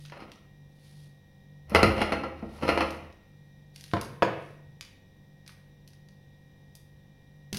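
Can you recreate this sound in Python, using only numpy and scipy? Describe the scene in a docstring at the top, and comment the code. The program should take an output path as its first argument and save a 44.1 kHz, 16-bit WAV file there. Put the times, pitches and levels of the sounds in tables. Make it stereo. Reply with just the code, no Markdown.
"""A hand meat grinder has its blade pulled off and is cranked: the loose steel auger clanks and scrapes.
Fingers then knock a plastic plate while picking up soft candy, pull the sticky lump apart and drop it.
All of it happens on a table in a small hard room, with an appliance humming in the background.
The stereo microphone is close enough for direct sound to lead the room; its right port is muffled."""
import sys
import numpy as np
from scipy import signal
from scipy.fft import rfft, irfft, next_fast_len
from scipy.io import wavfile
from scipy.ndimage import map_coordinates

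SR = 44100
rng = np.random.default_rng(int(sys.argv[2]) if len(sys.argv) > 2 else 0)


def generate_wav(sig):
    """Save sig (samples, or channels by samples) to the path in sys.argv[1] as 16-bit PCM at SR."""
    pcm = np.round(np.clip(np.atleast_2d(sig).T, -1, 1) * 32767).astype(np.int16)
    wavfile.write(sys.argv[1], SR, pcm)


N = 334278

# the appliance's steady tones: pitch_hz, level_db
HUM_TONES = [(96.9, -65), (193.8, -66), (484.5, -75.5), (532.9, -74.5), (775.2, -81.5), (1884, -70.5),
             (2374, -80.5), (3768, -83), (5044, -91.5), (5652, -92), (5916, -90)]
# its low drone swelling and sinking: time_s, level_db
DRONE_LEVELS = [(0.0, -47), (0.11, -48), (0.29, -64), (0.62, -51.7), (0.81, -58.5), (1.02, -47.5),
                (1.26, -62), (1.52, -52), (3.07, -56.5), (3.15, -80), (3.33, -56), (4.44, -51), (4.82, -55),
                (4.85, -81), (5.11, -63), (5.3, -55.5), (7.19, -58), (7.57, -51)]
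# spectrum of the room's air: frequency_hz, relative_db
AIR_SPECTRUM = [(25, -18.5), (45, -10), (90, -15), (150, -12.5), (270, -19.5), (530, -30), (900, -31.5),
                (1400, -46.5), (1900, -32), (2150, -43), (3100, -41.5), (3750, -34.5), (4400, -48),
                (5750, -43), (7000, -63), (16000, -50.5)]
# skin and candy sliding over metal and plastic: start_s, rise_s, hold_s, level_db
FINGER_RUBS = [(0, 0.003, .02, -60.5), (0.66, 0.19, 0.19, -64.5), (2.4, .15, 0.38, -61),
               (3.42, 0.032, .01, -79.5), (3.73, 0.023, 0.23, -61.5), (4.2, .2, 0.09, -67)]
# spectrum of a rub: frequency_hz, relative_db
SKIN_SPECTRUM = [(600, -23), (2000, -7.5), (4500, -2), (6000, -8), (7500, -16), (10000, -6.5),
                 (12000, -12.5), (16000, -28)]
# the sticky blade clicking as it comes off, then candy tearing: start_s, level_db, tilt_db_per_octave
STICKY_CLICKS = [(0.052, -52, -13), (0.060, -54.5, -3), (0.099, -53, -17), (0.318, -51, -7.5),
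                 (2.907, -49, 1.5), (3.126, -64.5, -10), (3.761, -48.5, -3), (3.81, -51, -0.5),
                 (3.84, -47.5, -3), (3.914, -51.5, -16), (4.013, -39.5, -0.5), (4.810, -41.5, -7),
                 (5.464, -58, -7), (5.478, -49, -1.5), (5.493, -54, -23.5), (5.8768, -56, 1),
                 (5.934, -61.5, -4), (6.087, -62.5, -4), (6.753, -52.5, 6), (7.529, -36, -2),
                 (7.547, -39, -4.5), (7.571, -37, -0.5)]
# spectrum of a click or snap: frequency_hz, relative_db
SNAP_SPECTRUM = [(300, -44.5), (900, -23), (1500, -13), (2500, -7.5), (3600, -4.5), (5000, -5), (6100, -3),
                 (7500, -15.5), (9800, -7.5), (12000, -10), (16000, -27)]
# steel grating as the blade is pulled off, then as the crank turns: start_s, rise_s, hold_s, level_db
BARREL_SCRAPES = [(0.115, 0.05, 0.038, -49), (1.68, .03, 0.18, -40), (1.91, 0.063, 0.028, -31.5),
                  (2.31, 0.072, 0.34, -51.5), (2.605, 0.028, .18, -36.5), (2.85, .05, 0.14, -58.5)]
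# dense clatter of grinder and table: frequency_hz, relative_db
CLATTER_SPECTRUM = [(24, -51), (45, -7), (125, -6.5), (210, -3.5), (520, -2), (1330, -8.5), (1620, -17.5),
                    (2050, -14.5), (2900, -14), (3600, -27), (5400, -26.5), (7700, -46.5), (9900, -31.5),
                    (16000, -54)]
# resonances of the hollow barrel: centre_hz, width_hz, gain_db
BARREL_RESONANCES = [(526, 23, 4), (1360, 57, 7), (1965, 465, 5.5), (4200, 180, 11.5), (5070, 170, 4.5)]
# loose steel striking the barrel: start_s, level_db, tilt_db_per_octave, bass_db
STEEL_STRIKES = [(0.122, -44, -3.5, -26), (0.204, -48, 2, -5), (0.222, -43, -0.5, 8.5),
                 (1.697, -51, 12, 14.5), (1.720, -30, -9, 10), (1.7487, -14.5, 0.5, -4),
                 (1.758, -17, 0, -5.5), (1.8306, -13.5, 2.5, 10.5), (2.0169, -22, 0.5, -1.5),
                 (2.1219, -23.5, -1.5, -5), (2.236, -30.5, -2.5, -2.5), (2.4267, -34, -13.5, -3),
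                 (2.625, -33.5, -0.5, 2), (2.633, -27.5, -0.5, 9.5), (2.680, -27, -0.5, -6),
                 (2.690, -18.5, 0, -5.5), (2.7756, -22.5, -1.5, -7), (2.8071, -23.5, -1.5, -17.5)]
# ringing modes of grinder and table: pitch_hz, relative_db, t60_s
GRINDER_MODES = [(210.5, 1.5, 0.64), (280, -7, 0.424), (331, 2, 0.55), (471, 1.5, 0.344), (532, 1, .65),
                 (667.5, 0.5, .45), (810, -6, 0.63), (964, -8, 0.34), (1170, -12.5, 0.13), (1250, -2, 0.23),
                 (1253, -4, 0.51), (1376, 0, 0.22), (1414, -6.5, 0.29), (1740, -10.5, 0.258),
                 (1840, -10.5, 0.3), (2024, 0, 0.22), (2160, -2.5, 0.2), (2400, -13.5, .35),
                 (2574, -3.5, .2), (2807, -11, 0.65), (4194, -16, 0.3), (4300, -17, 0.24),
                 (4720, -14, 0.14), (5320, -18, 0.3)]
# the table's sway under the crank's load: time_s, level_db
SWAY_LEVELS = [(1.55, -95), (1.76, -28), (1.95, -45.5), (2.55, -52), (2.68, -43.5), (3.1, -52.5),
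               (3.22, -91)]
# knocks on the plate: start_s, level_db, tilt_db_per_octave, bass_db
PLATE_KNOCKS = [(3.9358, -21, 3, 13), (3.968, -31, 2.5, 6), (4.2230, -18.5, -1.4, -4.5),
                (4.2285, -19.5, 3.5, -1), (4.250, -43, 9, 5)]
# ringing modes of the plate on the table: pitch_hz, relative_db, t60_s
PLATE_MODES = [(115, -2, 0.33), (199.7, -3, 0.3), (325.2, 5.5, 0.29), (480, -3.5, 0.19), (514, -10, 0.17),
               (584, -3.5, 0.192), (693, 2, .22), (967, 3.5, 0.18), (1050, -11.5, 0.22), (1400, -18, .18),
               (1810, -5.5, 0.16), (2410, -12, .18), (6720, -32, 0.25)]
# the plate's dense rattle: frequency_hz, relative_db
PLATE_SPECTRUM = [(24, -47), (45, -27), (115, 3.5), (260, -6.5), (340, 1), (700, -1), (830, -7),
                  (990, -2.5), (2320, -15.5), (3200, -25.5), (5000, -30.5), (7600, -51), (11000, -51),
                  (16000, -63.5)]
# treble humps on that rattle: centre_hz, width_hz, gain_db
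PLATE_RESONANCES = [(3500, 420, 2.9), (9500, 1400, 4.3)]
# a bump on the microphone, then the candy landing: start_s, level_db, tilt_db_per_octave, bass_db
SOFT_THUDS = [(4.672, -51.5, -10.5, 5), (7.528, -32.5, -8.5, -12), (7.545, -45.5, 4.5, -9)]
# spectrum of a thud: frequency_hz, relative_db
THUD_SPECTRUM = [(35, -25.5), (80, -11), (160, -2), (210, -3), (270, -18.5), (420, -16), (800, -26.5),
                 (1600, -21.5), (4000, -43.5)]
# the room's decay: frequency_hz, t60_s
ROOM_DECAY = [(70, 0.76), (300, 0.71), (1200, 0.57), (2500, .68), (5000, 0.4), (12000, 0.47)]
# likeness of diffuse sound at the two ports: frequency_hz, correlation
PORT_LIKENESS = [(60, 0.7), (150, 1), (300, 0.83), (640, 0.9), (1400, 0), (15000, 0.37)]
# the muffled right port: frequency_hz, below_left_db
RIGHT_PORT_LOSS = [(60, 4.5), (110, 5.5), (200, 11), (380, 11.5), (700, 22), (1300, 19), (2400, 19.5),
                   (4400, 23), (8100, 25.5), (15000, 6)]


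def amp(db):
    """Decibels to gain."""
    return 10 ** (np.asarray(db) / 20)


def along(points, hz):
    """(frequency_hz, value) points read on a log axis."""
    frequencies, values = np.transpose(points)
    return np.interp(np.log(hz + 1), np.log(frequencies + 1), values)


def curve(rows):
    """(time_s, value) rows as one value per sample."""
    return np.interp(np.arange(N) / SR, *np.transpose(rows))


def wobble(rate):
    """A smooth random curve, rate knots a second."""
    knots = rng.standard_normal(int(N * rate / SR) + 4)
    return map_coordinates(knots, [np.arange(N) * rate / SR])


def tone(hz, drift_rad):
    """A sine of rms 1 whose phase wanders."""
    return np.sqrt(2) * np.sin(2 * np.pi * hz * np.arange(N) / SR + drift_rad * wobble(9.7))


def fading(t, t60_s):
    """Exponential decay, 60 dB in t60_s."""
    return np.exp(-np.log(1000) * t / t60_s)


def swells(rows, fall_db_per_s, climb_db=25.5):
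    """Gain over time of movements that rise, hold and die away; overlapping ones add in power."""
    t = np.arange(N) / SR
    power = 0
    for start_s, rise_s, hold_s, level_db in rows:
        rise_db = climb_db * np.maximum(start_s + rise_s - t, 0) / rise_s
        fall_db = fall_db_per_s * np.maximum(t - start_s - rise_s - hold_s, 0)
        power += amp(np.maximum(level_db - rise_db - fall_db, -200)) ** 2
    return np.sqrt(power)


def body(spectrum, resonances=()):
    """A colour (dB against frequency): a smooth outline with resonance humps on it."""
    return lambda hz: along(spectrum, hz) + sum(
        db / (1 + (2 * (hz - centre) / width) ** 2) for centre, width, db in resonances)


def filtered(x, response):
    """x through a zero-phase filter with gain response(hz)."""
    n = x.shape[-1]
    size = next_fast_len(n + SR // 10, True)
    return irfft(rfft(x, size) * response(np.fft.rfftfreq(size, 1 / SR)), size)[..., :n]


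def coloured(x, gain_db):
    """x through a causal, minimum-phase filter with gain_db(hz)."""
    size = 2 * next_fast_len(len(x), True)
    cepstrum = irfft(np.log(amp(gain_db(np.fft.rfftfreq(size, 1 / SR))) + 1e-6))
    cepstrum[1:size // 2] *= 2
    cepstrum[size // 2 + 1:] = 0
    return irfft(rfft(x, size) * np.exp(rfft(cepstrum)))[:len(x)]


def diffuse(size):
    """White noise at the two ports: alike in the bass, largely unrelated in the treble."""
    def mid_side_gains(hz):
        angle = np.arccos(np.clip(along(PORT_LIKENESS, hz), -1, 1)) / 2
        return np.array([np.cos(angle), np.sin(angle)])
    mid, side = filtered(rng.standard_normal((2, size)), mid_side_gains)
    return np.array([mid + side, mid - side])


def rush(colour, grain=1):
    """Stereo noise of rms 1, roughened by a grain envelope before it is coloured."""
    noise = filtered(diffuse(N) * grain, lambda hz: amp(colour(hz)))
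    return noise / np.sqrt(np.mean(noise ** 2) + 1e-20)


def in_room(x, wet_db, build_s=0.0012, shadow_db=-5):
    """Direct sound, shadowed at the right port, plus a tail where each frequency dies at its own speed."""
    n = len(x)
    hz, t, spectra = signal.stft(diffuse(n), SR, nperseg=256)
    decay = amp(-60 * t / along(ROOM_DECAY, hz)[:, None])
    tail = signal.istft(spectra * decay, SR, nperseg=256)[1][:, :n]
    tail *= 1 - np.exp(-np.arange(n) / SR / build_s)
    reverb = signal.fftconvolve(x[None], tail / np.linalg.norm(tail[0]), axes=1)[:, :n]
    return np.array([x, amp(shadow_db) * x]) + amp(wet_db) * reverb


def unit_attack(x):
    """x scaled to rms 1 over its first 10 ms."""
    return x / np.sqrt(np.mean(x[..., :SR // 100] ** 2) + 1e-20)


def blows(rows, colour, t60_s, crack_db, wet_db, pivot_hz, modes=(), ring_db=0):
    """Each blow is a crack and a dense rattle in the body's colour, plus any modes at new strengths."""
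    track = np.zeros((2, N + SR))
    t = np.arange(SR * 3 // 4) / SR
    for start_s, level_db, tilt, bass_db in rows:
        # a harder contact is brighter, a heavier one has more bass
        contact_db = lambda hz: tilt * np.log2(hz / pivot_hz + 1) + bass_db / (1 + (hz / 400) ** 2)
        force = rng.standard_normal(len(t)) * fading(t, t60_s)
        force /= np.linalg.norm(force)
        force[0] -= amp(crack_db)
        hit = coloured(force, lambda hz: colour(hz) + contact_db(hz))
        sound = in_room(unit_attack(hit), wet_db)
        if len(modes):
            hz, mode_db, mode_t60_s = np.transpose(modes)
            swing = amp(mode_db + contact_db(hz) + rng.normal(0, 2.3, len(hz)))
            swing *= rng.choice([-1, 1], len(hz))
            # low modes mostly reach both ports in step, high ones with either sign
            right_sign = np.where(rng.uniform(-1, 1, len(hz)) < along(PORT_LIKENESS, hz), 1, -1)
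            partials = fading(t, mode_t60_s[:, None]) * np.sin(2 * np.pi * hz[:, None] * t)
            ring = np.array([swing, swing * right_sign]) @ partials
            sound += amp(ring_db) * unit_attack(ring)
        track[:, round(start_s * SR):][:, :len(t)] += amp(level_db) * sound
    return track[:, :N]


def appliance():
    """An appliance hums and whines in the background; its low drone wavers."""
    hum = sum(amp(db + 1.22 * wobble(5.4)) * tone(hz, drift_rad=0.22) for hz, db in HUM_TONES)
    drone = amp(curve(DRONE_LEVELS) + 0.4 * wobble(14)) * tone(145.5, drift_rad=0.6)
    return hum + drone


def room_air():
    """Room tone: a faint, steady, bass-heavy rush from all around the microphone."""
    return amp(-59) * rush(body(AIR_SPECTRUM))


def finger_rubs():
    """Skin and candy slide over metal and plastic with a soft, grainy hiss."""
    grain = amp(1.54 * wobble(270))
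    return swells(FINGER_RUBS, fall_db_per_s=128) * rush(body(SKIN_SPECTRUM), grain)


def sticky_clicks(gap_s=0.016, loss_db=10, fall_db_per_s=108.5):
    """The sticky blade clicks coming off, then candy snaps as it tears; two weaker ticks follow each."""
    snaps = []
    for start_s, level_db, tilt in STICKY_CLICKS:
        snaps.append((start_s, level_db, tilt, 0))
        for wait_s in np.cumsum(gap_s * rng.uniform(0.5, 1.5, 2)):
            snaps.append((start_s + wait_s, level_db - loss_db - fall_db_per_s * wait_s, tilt, 0))
    crisp = body(SNAP_SPECTRUM, resonances=[(4840, 650, 4.9)])
    return blows(snaps, crisp, t60_s=0.024, crack_db=-1.5, wet_db=-3.5, pivot_hz=2000)


def table_sway(kick_db=-19.5, rise_s=0.04):
    """The crank's load sways the table at its lowest resonance, and every clank kicks it."""
    kicks = [(start_s - rise_s / 2, rise_s, 0, db + kick_db) for start_s, db, *_ in STEEL_STRIKES]
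    envelope = np.hypot(swells(kicks, fall_db_per_s=126), amp(curve(SWAY_LEVELS)))
    return envelope * tone(77.5, drift_rad=1.1)


def barrel_scrapes():
    """Steel grates in the hollow barrel as the blade is pulled off, then as the crank turns."""
    grain = amp(2.7 * wobble(150) + 2.5 * wobble(22))
    grating = rush(body(CLATTER_SPECTRUM, BARREL_RESONANCES), grain)
    return swells(BARREL_SCRAPES, fall_db_per_s=88.5) * grating


def steel_clanks():
    """Loose steel strikes the barrel; grinder and table ring."""
    steel = body(CLATTER_SPECTRUM, BARREL_RESONANCES)
    return blows(STEEL_STRIKES, steel, t60_s=0.08, crack_db=-4.5, wet_db=-3, pivot_hz=503,
                 modes=GRINDER_MODES, ring_db=-6)


def plate_claps():
    """Knocked by the fingers, the thin plastic plate claps against the table and rings briefly."""
    plastic = body(PLATE_SPECTRUM, PLATE_RESONANCES)
    return blows(PLATE_KNOCKS, plastic, t60_s=0.03, crack_db=-4.5, wet_db=-3.5, pivot_hz=400,
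                 modes=PLATE_MODES, ring_db=-7)


def soft_thuds():
    """A dull handling bump on the microphone, then the soft candy lump landing."""
    return blows(SOFT_THUDS, body(THUD_SPECTRUM), t60_s=0.066, crack_db=-1.5, wet_db=2, pivot_hz=80)


def scene():
    """The table and the room around it, as they reach the microphone."""
    grinder = steel_clanks() + barrel_scrapes() + table_sway()
    handling = plate_claps() + soft_thuds() + sticky_clicks() + finger_rubs()
    return grinder + handling + appliance() + room_air()


def record(dry, top_hz=16200):
    """The microphone: its right port is muffled, which also delays it; faint hiss and a band limit."""
    loss_db = lambda hz: along(RIGHT_PORT_LOSS, hz)
    # lift both ports so that their gains average 1 once the right is muffled
    left, right = filtered(dry, lambda hz: 2 / (1 + amp(-loss_db(hz))))
    right = coloured(right, lambda hz: -loss_db(hz))
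    hiss = amp(-77) * rng.standard_normal((2, N))
    heard = np.clip(np.array([left, right]) + hiss, -1, 1)
    return filtered(heard, lambda hz: hz < top_hz)


dry = scene()
out = record(dry)
generate_wav(out)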